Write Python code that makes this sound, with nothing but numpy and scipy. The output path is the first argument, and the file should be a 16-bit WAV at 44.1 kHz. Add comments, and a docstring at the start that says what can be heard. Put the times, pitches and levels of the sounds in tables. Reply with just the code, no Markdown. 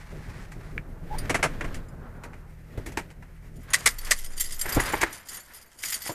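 """Parking and leaving a car

From the driver's seat, a six-cylinder engine booms at idle and clothes rub as the driver moves.
The gear lever clacks into park, the fan is switched off, the ignition key clicks round and the engine
shudders to a stop. Keys jangle against each other as they are pulled out, then the door unlatches
and opens. A quiet yard murmurs underneath."""
import sys
import numpy as np
from scipy import signal
from scipy.fft import rfft, irfft, next_fast_len
from scipy.io import wavfile

SR = 44100
rng = np.random.default_rng(int(sys.argv[2]) if len(sys.argv) > 2 else 0)


def log_audio(samples):
    """Write samples as a 16-bit WAV file to the path given in sys.argv[1]."""
    # one column per channel
    frames = np.atleast_2d(samples).T
    # limit to full scale, then quantise
    limited = np.clip(frames, -1, 1)
    pcm = np.round(limited * 32767).astype(np.int16)
    wavfile.write(sys.argv[1], SR, pcm)


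N = 270774
TIME = np.arange(N) / SR

# Levels in all tables are relative: the code that uses them may turn them up or down.
# tone of the dashboard and door panels: pitch_hz, level_db
TRIM_TONE = [(60, -9), (200, -18.5), (330, -5), (560, -13), (900, -2), (1250, -6), (2000, 1.5),
             (3600, -19.5), (7600, -17.5), (10500, -22), (15000, -30)]
# tone of clinking keys as heard in the cabin, with a resonance near 2 kHz: pitch_hz, level_db
KEY_TONE = [(700, -31), (1300, -7), (1700, -8.5), (1970, 7.5), (2400, -9), (3100, 2), (4000, -4.5),
            (5000, 0), (7000, 1.5), (9600, -0.5), (13300, -8), (15000, -21)]


def from_db(db):
    """Turn decibels into a number to multiply by."""
    return 10 ** (np.asarray(db) / 20)


def rms_one(x):
    """Scale a sound so its average strength (rms) is 1."""
    return x / np.sqrt(np.mean(x ** 2) + 1e-20)


def add(out, start_s, sound):
    """Mix a sound in at its start time."""
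    at = int(np.clip(round(start_s * SR), 0, N - 1))
    out[at:at + len(sound)] += sound[:N - at]


def band(x, low_hz, high_hz):
    """Keep the pitches between two limits."""
    return signal.sosfilt(signal.butter(2, [low_hz, high_hz], "band", fs=SR, output="sos"), x)


def colour(x, tone):
    """Make each pitch louder or softer, following a tone table."""
    size = 2 * next_fast_len(len(x) // 2 + 2048)
    hz, db = np.transpose(tone)
    grid_hz = np.maximum(np.arange(size // 2 + 1) * SR / size, 1)
    gains = from_db(np.interp(np.log(grid_hz), np.log(hz), db))
    # fold the filter so that it never rings ahead of the sound
    cepstrum = irfft(np.log(gains))
    cepstrum[1:size // 2] *= 2
    cepstrum[size // 2 + 1:] = 0
    return irfft(rfft(x, size) * np.exp(rfft(cepstrum)))[:len(x)]


def drift(per_s):
    """A random wobble of about 1 either way, changing per_s times a second."""
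    knots = rng.standard_normal(4096)
    return np.interp(TIME * per_s, np.arange(len(knots)), knots)


def noise(tone, flutter_db):
    """Noise with a given tone and a fluttering level."""
    return rms_one(colour(rng.standard_normal(N), tone) * from_db(flutter_db * drift(30)))


def ring(clicks, hz, fade_s):
    """Each click starts a pure note that falls 60 dB in fade_s."""
    decay, step = from_db(-60 / (fade_s * SR)), 2 * np.pi * hz / SR
    return signal.lfilter([0, np.sin(step)], [1, -2 * decay * np.cos(step), decay ** 2], clicks + 1e-18)


def grains(per_s, spread_db):
    """Tiny random contacts of uneven size."""
    sizes = from_db(spread_db * np.minimum(rng.exponential(1, N), 3)) * rng.choice([-1, 1], N)
    return sizes * (rng.random(N) < per_s / SR)


def swells(rows, rise_s, fall_s):
    """Loudness of movements: each builds up to its start time, holds and dies away."""
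    power = 0
    for start_s, length_s, db in rows:
        early = np.maximum(start_s - TIME, 0) / rise_s
        late = np.maximum(TIME - start_s - length_s, 0) / fall_s
        power += (from_db(db) * np.exp(-np.minimum(early + late, 20))) ** 2
    return np.sqrt(power)


def blows(rows, tone, gain_db, fade_s, tail_db, rough_db, rise_s):
    """Struck parts chatter, then fade in the cabin: a low thud, a middle knock and a high snap."""
    out, t = np.zeros(N), TIME[:SR // 3]
    for start_s, thud_db, knock_db, snap_db, chatter_s in rows:
        rough = from_db(rough_db * np.interp(t * 900, np.arange(512), rng.standard_normal(512)))
        dying = from_db(-60 * np.maximum(t - chatter_s, 0) / fade_s) + from_db(tail_db - 60 * t / 0.27)
        onset = 1 - np.exp(-t / rise_s)
        strike = colour(rng.standard_normal(len(t)) * rough * dying * onset, tone)
        # flipping the middle band lets the three join without a gap
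        bands = [(35, 500, thud_db, 1), (500, 3000, knock_db, -1), (3000, 16000, snap_db, 1)]
        for low_hz, high_hz, db, sign in bands:
            part = sign * band(strike, low_hz, high_hz)
            add(out, start_s, from_db(db + gain_db) * part / np.linalg.norm(part) * np.sqrt(0.011 * SR))
    return out


def engine():
    """The cylinders' firing booms in the cabin; as the engine slows it rocks on its mounts."""
    # notes of the boom: multiple_of_firing_rate, level_db
    notes = [(2 / 3, 0), (4 / 3, -9.5), (2, -1.2), (3, -3), (4, -1.8)]
    # tone of the rumble: pitch_hz, level_db
    rumble_tone = [(12, -19), (25, 6.5), (55, -5), (160, -2), (200, -8.5), (400, -15), (650, -20.5),
                   (1200, -50)]
    idle_hz, mounts_hz = 39.25, 13   # firings a second at idle; rate of the last shudders
    park_s, key_off_s, standstill_s = 1.92, 3.85, 4.68
    idle_shake_db, shudder_db, in_gear_db, in_park_db = -49, -32, -42, -48
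    running = np.exp(-np.maximum(TIME - key_off_s, 0) / 0.16)
    turning = np.exp(-np.maximum(TIME - standstill_s, 0) / 0.022)
    load = np.exp(-np.maximum(TIME - park_s, 0) / 0.13)   # in park the load comes off
    firing_hz = mounts_hz + (idle_hz - mounts_hz) * running
    phase = 2 * np.pi * np.cumsum(firing_hz * (1 + 0.015 * drift(14))) / SR
    boom = sum(from_db(db + 2.3 * drift(22)) * np.sin(multiple * phase + rng.uniform(0, 2 * np.pi))
               for multiple, db in notes)
    shake = np.sin(phase) + from_db(-20.5) * np.sin(2 * phase) + from_db(-22) * np.sin(4 * phase)
    rumble = noise(rumble_tone, flutter_db=4) * (1 + 0.036 * np.sin(phase))
    shake_db = shudder_db + (idle_shake_db - shudder_db) * running ** 2 + drift(12)
    rumble_db = in_park_db + (in_gear_db - in_park_db) * load
    drone = from_db(-48) * rms_one(boom) + from_db(rumble_db) * rumble
    return running * drone + turning * from_db(shake_db) * rms_one(shake)


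def fan():
    """Air from the vents drops to a faint hiss once the fan is switched off."""
    # loudness of the air: time_s, level_db
    airflow = [(0, -59), (2.25, -47.5), (2.55, -62.5), (3.6, -69), (4.0, -62.5)]
    # tone of the air: pitch_hz, level_db
    air_tone = [(200, 0.5), (400, -3), (1100, -7), (1500, -6.5), (2700, -30), (4200, -35.5), (12000, -50.5)]
    time_s, level_db = np.transpose(airflow)
    return from_db(np.interp(TIME, time_s, level_db)) * noise(air_tone, flutter_db=3)


def yard():
    """A faint outdoor murmur, there all the time."""
    # tone of the yard: pitch_hz, level_db
    yard_tone = [(30, -2.5), (100, -17.5), (300, -33.5), (2000, -17.5), (3500, -33.5), (15000, -35)]
    return from_db(-59) * noise(yard_tone, flutter_db=2)


def driver():
    """Hands, clothes and seat rub in clumps of tiny slips; the seat rumbles as weight shifts."""
    # hands slide over the wheel: start_s, length_s, level_db
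    strokes = [(.08, 0.11, -61), (.32, 0.13, -59.5), (.64, 0.079, -62.5)]
    # reaching for lever, key and door: start_s, length_s, rubbing_db, rumble_db
    moves = [(1.131, 0.27, -45.5, -35.5), (1.49, 0.28, -49, -38.5), (2.734, 0.3, -56, -43.5),
             (3.742, 0.15, -41, -67), (4.076, 0.02, -40.5, -50), (4.243, .3, -55, -49.5),
             (4.7, 0.34, -33.5, -47), (5.088, 0.12, -50, -61), (5.343, 0.018, -45.5, -66),
             (5.513, 0.074, -53.5, -81), (5.853, 0.22, -50.5, -62.5)]
    # tone of the sliding hands: pitch_hz, level_db
    hand_tone = [(400, -24), (700, -4), (1960, -0.5), (3060, -13.5), (4800, -15), (9500, -21.5),
                 (15000, -33)]
    # tone of clothes on the seat: pitch_hz, level_db
    seat_tone = [(60, -2.5), (300, -13), (900, -11), (1800, -6.5), (2700, -16), (4500, -22.5),
                 (10000, -32.5)]
    # tone of seat and floor under the body: pitch_hz, level_db
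    weight_tone = [(15, -3), (28, 4.5), (60, -3), (130, -4.5), (190, -10), (400, -14.5), (650, -17.5),
                   (1200, -48)]
    slips = grains(per_s=5000, spread_db=3) * from_db(2 * drift(70))
    hands = from_db(8.5) * swells(strokes, rise_s=0.23, fall_s=0.023) * rms_one(colour(slips, hand_tone))
    rise_s, fall_s = 0.052, 0.047
    rubbing = swells([(start, length, db) for start, length, db, _ in moves], rise_s, fall_s)
    weight = swells([(start, length, db) for start, length, _, db in moves], rise_s, fall_s)
    return hands + rubbing * rms_one(colour(slips, seat_tone)) + weight * noise(weight_tone, flutter_db=1)


def dashboard():
    """The controls clack, and one button gives a single short tick."""
    # clacks of the controls: start_s, thud_db, knock_db, snap_db, chatter_s
    switches = [(.515, -55, -48.5, -47.5, .012), (1.743, -46, -109, -38, 0.0025),
                (2.235, -41.5, -47.5, -43.5, 0.0044), (2.33, -50, -47.5, -59, 0.013),
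                (2.86, -41, -58, -37, 0.012), (2.919, -46, -72, -46.5, 0.0048),
                (2.971, -25.5, -30.5, -30.5, 0.0073), (3.101, -53, -59, -50.5, .01),
                (3.222, -49, -51.5, -58, 0.0086)]
    press = np.zeros(N)
    add(press, 0.7793, [1.0])
    tick = from_db(-17.5) * ring(press, hz=2330, fade_s=0.0094)
    tick -= from_db(-18.5) * ring(press, hz=1630, fade_s=0.0077)
    clacks = blows(switches, TRIM_TONE, gain_db=-2, fade_s=0.096, tail_db=-33, rough_db=-3, rise_s=0.0009)
    return clacks + cabin(tick, echo_db=-11, fade_s=0.089)


def cabin(x, echo_db, fade_s):
    """Nearby glass and panels add many echoes that die quickly."""
    t = TIME[:SR // 4]
    echoes = rng.standard_normal(len(t)) * from_db(-60 * t / fade_s) * (t > 0.001)
    return x + from_db(echo_db) * signal.fftconvolve(x, echoes / np.linalg.norm(echoes))[:N]


def gear_change():
    """The lever squeaks and drops through its notches; the car rocks as the drive lets go."""
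    # the lever hits each notch: start_s, thud_db, knock_db, snap_db, chatter_s
    notches = [(1.295, -20.5, -23.5, -23.5, 0.013), (1.343, -24.5, -18.5, -23.5, 0.015),
               (1.39, -31, -35, -51, .0049), (1.427, -33, -17.5, -19.5, 0.016),
               (1.437, -20.5, -21.5, -30, 0.024), (1.608, -33, -26.5, -40, 0.0039),
               (1.642, -33.5, -32, -44.5, 0.0093)]
    # tone of the lever's housing: pitch_hz, level_db
    housing = [(41, -7), (70, -3), (150, 0.5), (215, -10), (275, 2.5), (578, -4.5), (632, 2), (740, -3),
               (1590, -2.5), (2080, -2), (3810, -21), (7650, -18), (10500, -22.5), (15000, -43)]
    # the car's body rocks: start_s, length_s, level_db
    rocks = [(1.13, 0.05, -27), (1.5, 0.3, -31)]
    squeak_hz = np.interp(TIME, [1.11, 1.17], [835, 875]) * (1 + 0.053 * drift(250))
    pressure = np.interp(TIME, [1.10, 1.118, 1.15, 1.172], [0.015, 0.63, 0.46, 0.0044])
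    pressure *= from_db(2 * drift(250))
    squeak = from_db(-27.5) * pressure * np.sin(2 * np.pi * np.cumsum(squeak_hz) / SR)
    rock_hz = 19 + 4 * drift(16)
    rocking = swells(rocks, rise_s=0.05, fall_s=0.059) * np.sin(2 * np.pi * np.cumsum(rock_hz) / SR)
    clacks = blows(notches, housing, gain_db=-4.5, fade_s=0.061, tail_db=-15, rough_db=0.5, rise_s=0.0008)
    return squeak + rocking + clacks


def key_touch():
    """Two keys meet: a clack and a short ring, muffled by the hand and never quite alike."""
    # notes a key rings at: pitch_hz, level_db
    notes = [(4800, 7.5), (5800, -17), (7090, 8.5), (8400, -1.5), (9180, 5.5), (9620, 9.5), (10400, 3),
             (12200, 10.5), (13000, 3.5)]
    t = TIME[:SR // 8]
    picked = np.array(notes)[rng.choice(len(notes), size=8)]
    hz, db = picked.T[:, :, None]
    hz = hz * rng.uniform(0.93, 1.07, hz.shape)
    fade_s = rng.uniform(0.025, 0.1, hz.shape)
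    rings = np.sum(from_db(db - 60 * t / fade_s) * np.sin(2 * np.pi * hz * t), axis=0)
    clack = colour(rng.standard_normal(len(t)) * from_db(-60 * t / 0.052), KEY_TONE)
    return (clack + from_db(-12.5) * rings) * (1 - np.exp(-t / 0.0025))


def keys():
    """Keys slide over one another, tick as they are shaken and now and then clink hard."""
    # shakes of the bunch: start_s, length_s, level_db
    shakes = [(3.555, .01, -61.5), (3.62, 0.0092, -57.5), (3.8, 0.087, -40), (3.99, 0.052, -49),
              (4.06, 0.013, -38), (4.17, 0.024, -41.5), (4.24, 0.01, -39.5), (4.32, .01, -47),
              (4.39, 0.073, -39), (4.515, 0.017, -38), (4.62, 0.33, -39.5), (5.13, 0.031, -44),
              (5.29, 0.081, -41.5), (5.46, 0.0095, -54.5), (5.535, 0.019, -49.5), (5.61, 0.016, -54),
              (5.72, 0.0077, -54), (5.84, 0.13, -34.5), (6.03, 0.054, -37)]
    # the hardest clinks: start_s, level_db
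    clinks = [(1.1834, -28), (1.884, -51.5), (3.702, -33), (3.9843, -27.5), (4.3773, -26), (4.397, -21),
              (4.4053, -14), (4.5923, -25.5), (4.6113, -17), (4.6906, -23), (4.7224, -20.5), (4.7453, -23),
              (4.801, -21), (4.8569, -26.5), (4.9222, -25.5), (5.1267, -30), (5.2851, -32), (5.787, -35),
              (5.8297, -34), (5.8572, -26.5), (5.9207, -24), (5.9405, -19), (6.0642, -38)]
    touches_per_s, grabbed_s = 110, 3.5
    shaking = swells(shakes, rise_s=0.02, fall_s=0.03)
    sliding = colour(grains(per_s=1500, spread_db=5), KEY_TONE) * from_db(3 * drift(60))
    out = from_db(-6) * shaking * rms_one(sliding)
    for at in np.flatnonzero((rng.random(N) < touches_per_s / SR) & (TIME > grabbed_s)):
        add(out, at / SR, from_db(3.5 + 5.2 * rng.uniform(-1.5, 1)) * shaking[at] * key_touch())
    for start_s, db in clinks:
        add(out, start_s, from_db(db - 2.5) * key_touch())
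    return out


def panel_bumps():
    """The cabin's panels give dull knocks when bumped."""
    # the bumps: start_s, thud_db, knock_db, snap_db, chatter_s
    bumps = [(2.774, -26.5, -46, -49.5, .0083), (2.862, -30.5, -51, -48, 0.031),
             (4.762, -16.5, -24.5, -44, .016), (6.091, -40, -29.5, -74, 0.004)]
    # tone of a bumped panel: pitch_hz, level_db
    panel_tone = [(40, 17.5), (130, 10), (190, 1.5), (270, 7.5), (550, -1), (2000, -14.5), (4600, -30),
                  (12000, -31)]
    return blows(bumps, panel_tone, gain_db=0, fade_s=0.09, tail_db=-6.5, rough_db=-1.5, rise_s=0.001)


def ignition():
    """The lock clicks as the key turns it."""
    # clicks of the lock: start_s, thud_db, knock_db, snap_db, chatter_s
    clicks = [(3.733, -42, -20, -14.5, .0059), (3.858, -29, -18.5, -12, 0.0065),
              (4.108, -30.5, -21.5, -14, 0.0069)]
    # tone of the lock: pitch_hz, level_db
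    lock_tone = [(120, -78), (200, -10.5), (298, -24), (485, -12), (896, -10), (1130, -0.5), (1330, -5.5),
                 (2020, 7.5), (2510, -7.5), (3470, -9.5), (5170, -6), (5660, -7.5), (8260, -4.5),
                 (12700, -14.5), (15000, -31)]
    return blows(clicks, lock_tone, gain_db=-1.5, fade_s=0.063, tail_db=-28.5, rough_db=-3, rise_s=0.0034)


def door():
    """The latch lets go and the seal releases a low puff of air."""
    # clacks of handle and latch: start_s, thud_db, knock_db, snap_db, chatter_s
    clacks = [(4.654, -34, -34, -55, 0.011), (4.796, -36, -22, -44, 0.0068),
              (4.935, -22, -25.5, -63, 0.013), (5.010, -37, -29, -24, 0.015),
              (5.0285, -21.5, -20.5, -28, 0.0091), (5.836, -54, -41.5, -30.5, 0.00098),
              (5.922, -69, -45, -32, 0.012), (6.06, -40.5, -46, -48, 0.0028),
              (6.075, -50, -44, -41.5, 0.0049)]
    puff, t = np.zeros(N), TIME[:SR // 4]
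    add(puff, 4.755, -from_db(-18.5) * np.sin(2 * np.pi * 32 * t) * np.exp(-t / 0.06))
    latch = blows(clacks, TRIM_TONE, gain_db=-1.2, fade_s=0.022, tail_db=-11.5, rough_db=3, rise_s=0.00096)
    return puff + latch


def scene():
    """Everything the driver hears, in one channel."""
    background = engine() + fan() + yard()
    actions = driver() + dashboard() + gear_change() + keys() + panel_bumps() + ignition() + door()
    return (background + actions)[None]


def record(dry):
    """Round off the loudest peaks and cut the highest treble."""
    cutoff_hz = 14700
    rounded = 0.9 * np.tanh(dry / 0.9)
    return signal.sosfilt(signal.ellip(10, 0.3, 90, cutoff_hz, fs=SR, output="sos"), rounded)


dry = scene()
out = record(dry)
log_audio(out)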